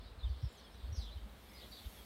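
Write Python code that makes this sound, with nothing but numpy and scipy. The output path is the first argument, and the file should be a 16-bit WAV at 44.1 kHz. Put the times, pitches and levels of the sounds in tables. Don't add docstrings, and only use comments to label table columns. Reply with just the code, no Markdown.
import sys
import numpy as np
from scipy import signal
from scipy.fft import rfft, irfft, next_fast_len
from scipy.io import wavfile
from scipy.ndimage import uniform_filter1d, map_coordinates

SR = 44100
rng = np.random.default_rng(int(sys.argv[2]) if len(sys.argv) > 2 else 0)


def unload_audio(sound):
    columns = np.transpose(np.atleast_2d(sound))
    steps = np.round(np.clip(columns, -1, 1) * 32767)
    wavfile.write(sys.argv[1], SR, steps.astype(np.int16))


N = 90404


def amp(db):
    return 10 ** (np.asarray(db) / 20)


def unit(x):
    return x / np.sqrt(np.mean(x ** 2) + 1e-20)


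def clock():
    return np.arange(N) / SR


def curves(rows):
    time_s, *columns = np.transpose(rows)
    return [np.interp(clock(), time_s, column) for column in columns]


def bell(x, centre, width):
    return np.exp(-.5 * ((x - centre) / width) ** 2)


def wobble(rate_hz):
    return map_coordinates(rng.standard_normal(N // 8), [clock() * rate_hz], mode="mirror")


def filtered(x, response):
    size = next_fast_len(N + SR // 2)
    return irfft(rfft(x, size) * response(np.fft.rfftfreq(size, 1 / SR)), size)[:N]


def coloured_noise(spectrum, patchy_db):
    bins = signal.stft(rng.standard_normal(N), nperseg=512)[2]
    patches = uniform_filter1d(rng.standard_normal(bins.shape), size=5, axis=0)
    patches = unit(uniform_filter1d(patches, size=10, axis=1))
    noise = signal.istft(bins * amp(patchy_db * patches), nperseg=512)[1][:N]
    freq_hz, gain_db = np.transpose(spectrum)
    return unit(filtered(noise, lambda hz: amp(np.interp(np.log(hz + 1), np.log(freq_hz + 1), gain_db))))


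def noise_band(centre_hz, width_hz):
    return unit(filtered(rng.standard_normal(N), lambda hz: bell(hz, centre_hz, width_hz)))


# freq_hz, gain_db
RUMBLE_SPECTRUM = [(20, -51), (35, -11.5), (57, 5), (80, -6), (120, -12), (170, -17.5), (300, -44.5)]
# time_s, level_db
RUMBLE_LEVEL = [(0, -59), (.45, -55.5), (.57, -63), (.75, -57), (1.4, -58.5), (1.55, -60), (1.78, -59),
                (2.05, -58.5)]
def rumble():
    level_db, = curves(RUMBLE_LEVEL)
    return amp(level_db) * coloured_noise(RUMBLE_SPECTRUM, patchy_db=.5)


# freq_hz, gain_db
AIR_SPECTRUM = [(100, -26), (150, -3.5), (217, -0.5), (300, -5), (430, -4), (550, -5.5), (1000, -8.5),
                (2100, -14), (2650, -16.5), (3550, -14), (6700, -35.5), (9500, -30), (15500, -70)]
def air(level_db=-61.5):
    return amp(level_db) * coloured_noise(AIR_SPECTRUM, patchy_db=.5)


# freq_hz, gain_db
TWITTER_SPECTRUM = [(2400, -54), (2900, -11.5), (3400, -4.5), (4300, -4.5), (5200, -11.5), (6200, -40)]
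# time_s, level_db
TWITTER_LEVEL = [(0, -65), (.1, -69.5), (.16, -79.5), (.33, -67), (.55, -66), (.75, -72), (.9, -69.5),
                 (1.17, -69), (1.26, -77.5), (1.33, -74.5), (1.62, -67), (1.69, -73), (2.05, -73)]
def twitter():
    level_db, = curves(TWITTER_LEVEL)
    return amp(level_db + wobble(16)) * coloured_noise(TWITTER_SPECTRUM, patchy_db=3)


# time_s, level_db
DRONE_LEVEL = [(0, -89), (1, -69.5), (2.05, -66)]
def drone():
    level_db, = curves(DRONE_LEVEL)
    return amp(level_db) * noise_band(centre_hz=214, width_hz=23)


# time_s, pitch_hz, level_db
WHINE_TRACK = [(0, 8130, -88.5), (.6, 8130, -83.5), (.67, 8500, -85), (1, 8130, -85), (1.5, 8170, -90),
               (2.05, 8160, -95)]
def whine(waver_hz=70, flicker_db=2.2):
    pitch_hz, level_db = curves(WHINE_TRACK)
    phase = 2 * np.pi * np.cumsum(pitch_hz + waver_hz * wobble(150)) / SR
    return amp(level_db + flicker_db * wobble(43.1)) * np.sqrt(2) * np.sin(phase)


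# peak_s, level_db, pitch_hz, width_s
WIND_PUFFS = [(.005, -45.5, 47.4, 0.0069), (0.063, -49.5, 71, 0.0072), (.125, -50, 59.6, 0.011),
              (0.186, -51, 73, 0.0094), (0.255, -33, 56.2, 0.014), (0.293, -39.5, 86.4, 0.014),
              (0.315, -36, 61.5, 0.022), (0.37, -44, 69, .008), (0.44, -33, 97, 0.0063),
              (0.464, -37, 55.4, 0.012), (0.85, -39.5, 59.3, .012), (0.897, -40.5, 73, 0.013),
              (.932, -39, 85.5, 0.0094), (.988, -34, 65, 0.01), (1.053, -45, 52, 0.045),
              (1.168, -41, 66, 0.012), (1.241, -46.5, 52, 0.015), (1.871, -40, 60.4, 0.0095)]
def wind(rough_rad=.3):
    t, out = clock(), np.zeros(N)
    for peak_s, level_db, pitch_hz, width_s in WIND_PUFFS:
        phase = 2 * np.pi * (pitch_hz * (t - peak_s) + rng.random()) + rough_rad * wobble(90)
        out += amp(level_db) * bell(t, peak_s, width_s) * np.sqrt(2) * np.sin(phase)
    return out


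def bird_note(start_s, length_s, first_hz, middle_hz, last_hz, bend_hz, octave_db, attack_s):
    t = clock() - start_s
    arc = np.polyfit([0, .5, 1], [first_hz, middle_hz, last_hz], 2)
    pitch_hz = np.polyval(arc, np.clip(t / length_s, 0, 1)) + bend_hz
    phase = 2 * np.pi * np.cumsum(pitch_hz) / SR
    envelope = np.clip(t / attack_s, 0, 1) * np.clip((length_s - t) / .008, 0, 1)
    return np.sqrt(2) * envelope * (np.sin(phase) + amp(octave_db) * np.sin(2 * phase))


def foliage(direct, scatter_db, scatter_t60_s=.06, echo_db=-7, echo_t60_s=.55):
    t = np.arange(SR // 2) / SR
    paths = np.zeros(len(t))
    for level_db, t60_s in [(scatter_db, scatter_t60_s), (echo_db, echo_t60_s)]:
        tail = rng.standard_normal(len(t)) * np.exp(-np.log(1000) * t / t60_s)
        paths += amp(level_db) * tail / np.linalg.norm(tail)
    return direct + signal.fftconvolve(direct, paths)[:N]


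# start_s, length_s, first_hz, middle_hz, last_hz, level_db
WHISTLES = [(0.058, 0.035, 3900, 3850, 3800, -65), (0.187, 0.039, 4220, 4080, 3610, -63),
            (0.227, .026, 3306, 3640, 3370, -56), (.248, 0.035, 3430, 3150, 3020, -64),
            (0.286, 0.069, 4540, 4390, 4220, -68), (0.287, 0.017, 6000, 5850, 5500, -76),
            (0.566, .042, 7000, 5990, 5830, -71), (0.628, .068, 3680, 3327, 3050, -69),
            (0.634, .03, 5180, 5220, 5280, -71), (0.711, 0.041, 5200, 5400, 6200, -73),
            (.921, 0.051, 5580, 5670, 5100, -62), (0.924, 0.052, 6140, 6400, 6200, -69),
            (1.106, 0.042, 3320, 3940, 4120, -63.5), (1.165, 0.029, 3250, 3096, 3250, -65),
            (1.183, 0.039, 3600, 3830, 3670, -69.5), (1.286, 0.02, 3800, 3810, 3690, -68),
            (1.488, .032, 5180, 5200, 5370, -71.5), (1.527, 0.025, 5800, 5900, 6160, -71.5),
            (1.542, 0.039, 4930, 5020, 5000, -63.5), (1.57, 0.0276, 4830, 4150, 3800, -66.5),
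            (1.61, 0.025, 3560, 3800, 4360, -60.5), (1.627, 0.023, 4450, 3540, 2930, -60),
            (1.702, 0.019, 5380, 5570, 5750, -70), (1.714, 0.025, 4240, 4580, 4730, -58),
            (1.936, .025, 3570, 3470, 3520, -65.5), (1.966, 0.058, 3320, 3300, 3160, -67.5)]
def bird_whistles(waver_hz=45.1):
    out = np.zeros(N)
    for *glide, level_db in WHISTLES:
        whistle = bird_note(*glide, waver_hz * wobble(250), octave_db=-40, attack_s=.007)
        out += amp(level_db) * foliage(whistle, scatter_db=-8)
    return out


# start_s, length_s, first_hz, middle_hz, last_hz, level_db, depth_hz, octave_db
SLURS = [(0.411, 0.075, 5450, 5340, 5120, -67, 204, -34), (0.472, .09, 7270, 7350, 7000, -78, 378, -34),
         (.585, 0.077, 4050, 3700, 3290, -76, 178, -30), (0.792, 0.08, 3650, 3510, 3440, -70.5, 322, -31),
         (0.949, 0.087, 5865, 4835, 3954, -59.5, 452, -17), (0.951, 0.11, 6250, 5720, 5110, -69, 504, -21),
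         (1.009, 0.096, 4070, 3590, 3166, -60.5, 292, -24),
         (1.558, .085, 4680, 4040, 3480, -63.5, 604, -32), (1.711, 0.096, 4455, 4172, 3860, -59, 512, -26),
         (1.795, 0.082, 4000, 3650, 3180, -64.5, 398, -32)]
def bird_slurs(flutter_rate_hz=680, flutter_db=1):
    out = np.zeros(N)
    for *glide, level_db, depth_hz, octave_db in SLURS:
        bend_hz = depth_hz * np.tanh(2 * wobble(flutter_rate_hz))
        flutter_gain = amp(-flutter_db * wobble(flutter_rate_hz))
        slur = flutter_gain * bird_note(*glide, bend_hz, octave_db, attack_s=.018)
        out += amp(level_db) * foliage(slur, scatter_db=-5)
    return out


# peak_s, width_s, centre_hz, width_hz, level_db
RUSTLES = [(0.53, 0.0054, 10900, 2970, -71), (.555, 0.0088, 11000, 3000, -73),
           (.59, 0.017, 10300, 2500, -76), (.69, 0.033, 9400, 600, -79), (1.571, 0.065, 2150, 200, -67),
           (1.64, 0.02, 510, 221, -60.5)]
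def rustles():
    return sum(amp(level_db) * bell(clock(), peak_s, width_s) * noise_band(centre_hz, width_hz)
               for peak_s, width_s, centre_hz, width_hz, level_db in RUSTLES)


# freq_hz, gain_db
HISS_SPECTRUM = [(800, -18), (2000, 1.5), (4000, -1), (7000, -5), (10000, -3.5), (12500, 0), (15500, -6)]
# time_s, level_db
HISS_LEVEL = [(0, -102), (.6, -77), (1.2, -75), (1.45, -67.5), (1.75, -63.5), (1.95, -61.5), (2.05, -63.5)]
def hiss():
    level_db, = curves(HISS_LEVEL)
    return amp(level_db) * coloured_noise(HISS_SPECTRUM, patchy_db=1.8)


def scene():
    background = rumble() + air() + twitter() + drone() + whine()
    return (background + wind() + bird_whistles() + bird_slurs() + rustles() + hiss())[None]


def record(dry, low_cut_hz=29, top_hz=15800):
    return filtered(dry[0], lambda hz: (hz < top_hz) / (1 + (low_cut_hz / (hz + 1)) ** 10))[None]


dry = scene()
out = record(dry)
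unload_audio(out)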